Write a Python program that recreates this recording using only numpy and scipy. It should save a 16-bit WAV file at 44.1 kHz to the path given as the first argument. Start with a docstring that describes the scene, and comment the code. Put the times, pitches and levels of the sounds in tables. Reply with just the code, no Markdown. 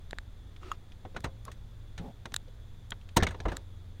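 """Two plastic glove boxes are opened by hand inside a parked car. A thumb clicks the button of
the upper one, and its lid unlatches and swings up to its stop. The hand then grips the lower
handle: the latch snaps, and the bin drops open, bounces and rattles. Each knock makes the plastic
ring, and sliding parts rub. Small dry ticks and creaks sound close by, over the cabin's low
drone and a faint vent hiss."""
import sys
import numpy as np
from scipy.fft import rfft, irfft, next_fast_len
from scipy.io import wavfile
from scipy.ndimage import map_coordinates

SR = 44100
rng = np.random.default_rng(int(sys.argv[2]) if len(sys.argv) > 2 else 0)


def to_wav(sig):
    """Store sig (one row per channel, or 1-D mono) as 16-bit WAV at the path in sys.argv[1].

    Samples outside -1..1 are clipped; the rate is SR.
    """
    pcm = np.clip(np.atleast_2d(sig), -1, 1) * 32767
    pcm = np.round(pcm).astype(np.int16)
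    wavfile.write(sys.argv[1], SR, pcm.T)  # frames by channels


N = 176400

# The pitches in Hz that stand for a knock's bass, body, mid, edge and treble.
KNOCK_BANDS_HZ = [90, 450, 1500, 4500, 11000]
# Knocks of the upper lid and lower handle. Each row: start in seconds, rise in seconds, ring time
# multiplier, five relative band levels in dB, then the struck part's tone in Hz and its level in dB.
LID_AND_HANDLE_KNOCKS = [(1.049, 0.003, 0.91, -45.5, -43, -47.5, -53, -75, 746, -42),
                         (1.143, 0.005, 2, -60, -52, -56, -58, -78, 495, -44),
                         (1.161, 0.0043, 1.1, -41, -41, -35.5, -38.5, -52.5, 1454, -32),
                         (1.236, 0.0084, 1.59, -33.5, -39, -32.5, -35, -43.5, 885, -34.5),
                         (1.479, 0.0024, 1.1, -52, -51, -44.5, -59, -77, 1095, -35),
                         (1.514, 0.0031, 1.56, -52, -78, -51, -47, -50, 1865, -46),
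                         (1.976, 0.0035, 1.8, -34, -56, -43.5, -41, -53, 4040, -51),
                         (2.254, 0.0028, 0.75, -40.5, -45, -37, -36, -49.5, 910, -41),
                         (2.320, 0.0014, 0.43, -42, -54.5, -48, -43, -57.5, 257, -47),
                         (2.918, 0.0025, 0.61, -39, -49.5, -30, -37, -85, 3250, -30.5)]
# The bin unlatches, drops and rattles. The rows read as above.
BIN_DROP_KNOCKS = [(3.161, .0095, 1.1, -23.5, -21, -23.5, -17.5, -17.5, 938, -17),
                   (3.2238, 0.0014, 0.7, -30, -22, -27.5, -26, -53, 78.7, -20.5),
                   (3.2245, 0.0095, 1.12, -31, -35.5, -28, -25, -34.5, 1746, -24.5),
                   (3.265, 0.0044, 0.95, -39, -39, -28, -29, -43, 2200, -25),
                   (3.284, .003, 1.9, -39.5, -58, -44.5, -43.5, -55, 3500, -42),
                   (3.305, 0.0037, 1.9, -55, -50, -42.5, -50, -51, 1670, -47),
                   (3.342, 0.0051, 0.77, -55, -42.5, -44, -48, -76, 937, -42),
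                   (3.401, 0.0019, 0.81, -43, -43.5, -47.5, -35.5, -56, 1700, -39.5),
                   (3.450, 0.0062, 1.14, -37.5, -26.5, -31.5, -48, -57, 47.8, -25),
                   (3.481, 0.0034, 1.75, -37, -54, -36.5, -42, -58, 970, -35.5),
                   (3.516, .003, 1.43, -33.5, -39, -39.5, -44.5, -52, 1650, -34)]
# A ring time (t60) is how long a sound takes to fade by 60 dB.
# How a panel fades. Each row: pitch in Hz, ring time in seconds before a knock's multiplier.
PANEL_RING_TIMES = [(80, 0.14), (400, 0.11), (1500, 0.049), (5000, 0.045), (12000, 0.023)]
# The colour of the plastic. Each row: pitch in Hz, boost or cut in dB.
PLASTIC_COLOUR = [(2000, -1), (2600, -4), (3900, -2.5), (5200, -11), (6700, 1.5), (7700, -12.5), (8500, 2),
                  (9400, -10.5), (15000, -10.5)]
# The upper lid's own tones. Each row: pitch in Hz, relative level in dB, ring time in seconds.
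LID_TONES = [(425, -10, 0.2), (532, -16, 0.41)]
# The hollow bin's tones. The rows read as for the lid.
BIN_TONES = [(89.4, -2.5, 0.21), (168, -5, 0.17), (326, -6, 0.15), (374, -4, 0.11), (466, -19, 0.079),
             (578, -4, 0.071), (754, 2, 0.069), (1735, -6, 0.069)]
# The button's tones. The rows read as for the lid.
BUTTON_TONES = [(1145, 2, 0.021), (1256, 0, 0.032), (1800, -7.5, 0.012), (2780, -10, 0.02),
                (3260, -7, 0.012), (6730, -12.5, 0.014)]
# The button's clicks. Each row: start in seconds, level in dB.
CLICK_EVENTS = [(0.6316, -41), (0.716, -22.5)]
# The tones in a tick. Each row: pitch in Hz, ring time in seconds.
TICK_TONES = [(620, 0.0032), (1700, 0.0058), (3850, 0.0052), (7300, 0.0046), (10600, 0.0062)]
# Small dry ticks. Each row: start in seconds, then a level in dB for each of the five tones.
TICK_EVENTS = [(0.1095, -60, -35.5, -31.5, -41, -56), (0.1311, -12.5, -21.5, -62, -54, -80),
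               (.1857, -59, -22, -28.5, -38, -68), (1.206, -64, -43, -58, -48, -51),
               (1.453, -51, -46, -56, -40.5, -47.5), (2.3423, -48, -18.5, -19.5, -27, -30.5),
               (2.364, -53, -23, -15.5, -18, -44.5), (2.907, -65, -44, -37, -32, -47),
               (3.569, -43, -26, -27, -24.5, -47.5)]
# Creaks of the trim. Each row: start in seconds, level in dB.
CREAK_EVENTS = [(.563, -52.5), (.920, -53.5), (3.013, -57.5), (3.090, -49.5)]
# Plastic sliding at the lid, handle and hinges. Each row: start in seconds, length in seconds,
# level in dB, low and high ringing pitch in Hz.
RUB_EVENTS = [(1.449, 0.061, -55.5, 530, 1260), (2.476, 0.018, -55, 450, 554),
              (3.197, 0.023, -39, 1630, 1980), (3.29, 0.36, -58, 452, 890), (3.479, .11, -52, 483, 1220)]
# Where the button's guide rings. Each row: pitch in Hz, width in Hz, relative level in dB.
GUIDE_PEAKS = [(367, 47, 3), (1290, 100, -6), (2760, 110, -15)]
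# Where the hollow lower panel rings. The rows read as for the guide.
PANEL_PEAKS = [(170.7, 7.1, 5.5), (269, 71, -10), (436, 35, -13), (558, 42, -16.5), (680, 32, -15),
               (813, 97, -17)]
# The vent's hiss. Each row: pitch in Hz, width in Hz, level in dB.
VENT_PEAKS = [(3410, 25, -79.5), (3546, 590, -74.5), (6190, 300, -85), (6990, 450, -84.5), (8780, 400, -89)]
# The colour of the cabin's rumble. Each row: pitch in Hz, relative level in dB.
RUMBLE_COLOUR = [(20, -6), (45, -5), (96, -15), (134, -22), (160, -21), (277, -29), (850, -39),
                 (1760, -42.5), (2900, -48.5), (3440, -45.5), (4540, -49.5), (6180, -57), (16000, -60.5)]
# How the lower drone tone swells. Each row: time in seconds, level in dB.
LOW_DRONE_LEVELS = [(0, -54.5), (2.8, -57), (3.3, -51), (3.6, -47.5)]
# The same for the higher drone tone.
HIGH_DRONE_LEVELS = [(0, -58), (1.1, -61), (1.35, -52.5), (2.6, -55), (3.2, -58.5)]


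def amp(db):
    """Turn decibels into a multiplier."""
    return 10 ** (np.asarray(db) / 20)


def unit(x):
    """Scale a sound to an average strength (rms) of 1."""
    return x / np.sqrt(np.mean(x ** 2) + 1e-20)


def along(points, hz):
    """Read between (Hz, value) rows, with pitch spaced in octaves."""
    f, v = np.transpose(points)
    return np.interp(np.log(hz + 1), np.log(f + 1), v)


def filtered(x, response):
    """Turn each frequency f up or down by response(f)."""
    size = next_fast_len(len(x) + 4096)
    return irfft(rfft(x, size) * response(np.fft.rfftfreq(size, 1 / SR)), size)[:len(x)]


def noise(size, response):
    """Noise of strength 1, coloured by response(f)."""
    spectrum = rfft(rng.standard_normal(size)) * response(np.fft.rfftfreq(size, 1 / SR))
    return unit(irfft(spectrum, size))


def resonances(f, peaks):
    """How strongly a part with these ringing peaks answers each frequency."""
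    return sum((-1) ** k * amp(db) * 1j * f * width / (hz * hz - f * f + 1j * f * width)
               for k, (hz, width, db) in enumerate(peaks))


def wobble(rate):
    """A smooth curve through `rate` random values a second."""
    return map_coordinates(rng.standard_normal(256), [np.arange(N) * rate / SR], mode="wrap")


def fade(t, t60):
    """Die away by 60 dB every t60 seconds."""
    return np.exp(-np.log(1000) * t / max(t60, 1e-4))


def ring(t, tones):
    """Pure tones that start together and fade."""
    return sum(amp(db) * np.sin(2 * np.pi * hz * t) * fade(t, t60) for hz, db, t60 in tones)


def stroke(start_s, length_s):
    """The rise and fall of one rubbing movement."""
    progress = np.clip((np.arange(N) / SR - start_s) / length_s, 0, 1)
    return np.sqrt(np.abs(np.sin(np.pi * progress)))


def add(track, start_s, sound):
    """Mix a sound into the track at its start time."""
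    part = track[max(round(start_s * SR), 0):][:len(sound)]
    part += sound[:len(part)]


def cabin_drone(rumble_db=-47, low_hz=88.5, high_hz=110):
    """The cabin rumbles, with two low tones that waver in level and pitch."""
    t = np.arange(N) / SR
    out = amp(rumble_db) * noise(N, lambda f: amp(along(RUMBLE_COLOUR, f)))
    for hz, curve in ((low_hz, LOW_DRONE_LEVELS), (high_hz, HIGH_DRONE_LEVELS)):
        level = amp(np.interp(t, *np.transpose(curve)) + 0.77 * wobble(4.9))
        out += np.sqrt(2) * level * np.sin(2 * np.pi * hz * t + 0.6 * wobble(7.03))
    return out


def vent_hiss():
    """The vents hiss steadily in a few high bands."""
    return sum(amp(db) * noise(N, lambda f: 1 / (1 + ((f - hz) / width * 2) ** 2))
               for hz, width, db in VENT_PEAKS)


def ticks(slip_s=0.0035, slip_db=-4, attack_cycles=0.25):
    """Plastic slips with a little grit, then snaps and rings very briefly."""
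    out, t = np.zeros(N), np.arange(1024) / SR
    for start, *levels in TICK_EVENTS:
        for (hz, t60), db in zip(TICK_TONES, levels):
            attack = 1 - np.exp(-(t * hz / attack_cycles) ** 2)  # low tones build up more slowly
            add(out, start, ring(t, [(hz, db, t60)]) * attack)
        grit = noise(len(t), lambda f: f ** 2 / (f ** 2 + 3000 ** 2) / (1 + (f / 10000) ** 4))
        shape = np.exp(-np.abs(t - slip_s) / 0.0018) * np.minimum(t / slip_s * 2, 1)
        treble_db = (levels[3] + levels[4]) / 2
        add(out, start - slip_s, amp(treble_db + slip_db) * grit * shape)
    return out


def creaks(hz=2560, t60=0.032):
    """The plastic trim gives a little, each time with a short burst of noise."""
    out, t = np.zeros(N), np.arange(2048) / SR
    for start, db in CREAK_EVENTS:
        burst = noise(len(t), lambda f: resonances(f, [(hz, hz * 2, 0)]) ** 4)
        add(out, start, amp(db) * burst * fade(t, t60))
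    return out


def button(guide_db=-54.5, skin_db=-57, skin_hz=5800, crack_db=-21):
    """The thumb scrapes the button, which sings faintly in its guide and gives with a hollow click."""
    guide = amp(guide_db) * noise(N, lambda f: resonances(f, GUIDE_PEAKS))
    skin = amp(skin_db) * noise(N, lambda f: 1 / (1 + (f / skin_hz) ** 2) ** 2)
    out = (guide + skin) * stroke(start_s=0.61, length_s=0.15)
    t = np.arange(4096) / SR
    attack = 1 - np.exp(-t / 0.001)
    for start, db in CLICK_EVENTS:
        crack = noise(len(t), lambda f: f / (f + 2000) / np.sqrt(1 + (f / 4500) ** 2))
        click = ring(t, BUTTON_TONES) + amp(crack_db) * crack * fade(t, t60=0.023)
        add(out, start, amp(db) * click * attack)
    return out


def knock(t, rise, ring_scale, levels, tone_hz, tone_db, panel_db=-5):
    """A struck panel rings with so many tones that they blur into noise; one clear tone stands out."""
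    swell = np.minimum(t / rise, 1) ** 2.5
    since_peak = np.maximum(t - rise, 0)
    panel = np.zeros(len(t))
    for hz in np.geomspace(45, 14500, 18):  # bands half an octave apart
        shape = swell * fade(since_peak, along(PANEL_RING_TIMES, hz) * ring_scale)
        band = shape * noise(len(t), lambda f: 1 / (1 + (4 * np.log2((f + 1) / hz)) ** 6))
        level = amp(along(list(zip(KNOCK_BANDS_HZ, levels)), hz))
        panel += level * unit(band) * np.sqrt(np.mean(shape ** 2))
    panel = filtered(panel, lambda f: amp(along(PLASTIC_COLOUR, f)))
    tone_t60 = 0.038 * (1000 / tone_hz) ** 0.65  # higher tones die sooner
    tone = swell * fade(since_peak, tone_t60) * np.sin(2 * np.pi * tone_hz * t)
    return amp(panel_db) * panel + amp(tone_db) * tone


def glove_box(knocks, tones, ring_db):
    """Each knock also sets the lid or the bin ringing with its own tones."""
    out, t = np.zeros(N), np.arange(16384) / SR
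    for start, rise, ring_scale, *levels, tone_hz, tone_db in knocks:
        add(out, start, knock(t, rise, ring_scale, levels, tone_hz, tone_db))
        body_db = levels[1]
        add(out, start + rise, amp(body_db + ring_db) * ring(t, tones) * np.minimum(t / rise, 1))
    return out


def rubs(slips_per_s=550, sharpness=3.7, grit_db=-10, grit_hz=5800):
    """Plastic slides on plastic in many tiny slips that make it ring."""
    out = np.zeros(N)
    for start, length, db, low_hz, high_hz in RUB_EVENTS:
        slips = rng.standard_normal(N) * (0.17 + (rng.random(N) < slips_per_s / SR))
        peaks = [(low_hz, low_hz / sharpness, 0), (high_hz, high_hz / sharpness, -2)]
        body = filtered(slips, lambda f: resonances(f, peaks))
        grit = filtered(slips, lambda f: 1 / (1 + (f / grit_hz) ** 6))
        out += amp(db) * (unit(body) + amp(grit_db) * unit(grit)) * stroke(start, length)
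    return out


def palm_brush(db=-42.5):
    """The soft palm brushes the lower panel and stirs only its low, hollow ring."""
    hollow = noise(N, lambda f: resonances(f, PANEL_PEAKS))
    return amp(db) * hollow * stroke(start_s=1.98, length_s=0.14)


def scene():
    """Everything heard from the front seat, in one channel."""
    lid = glove_box(LID_AND_HANDLE_KNOCKS, LID_TONES, ring_db=0)
    lower_bin = glove_box(BIN_DROP_KNOCKS, BIN_TONES, ring_db=-6)
    small_sounds = ticks() + button() + palm_brush() + rubs() + creaks()
    return (lid + lower_bin + small_sounds + cabin_drone() + vent_hiss())[None]


def record(dry, top_hz=16000):
    """Cut away the very highest treble."""
    return np.array([filtered(ch, lambda f: 1 / np.sqrt(1 + (f / top_hz) ** 120)) for ch in dry])


dry = scene()
out = record(dry)
to_wav(out)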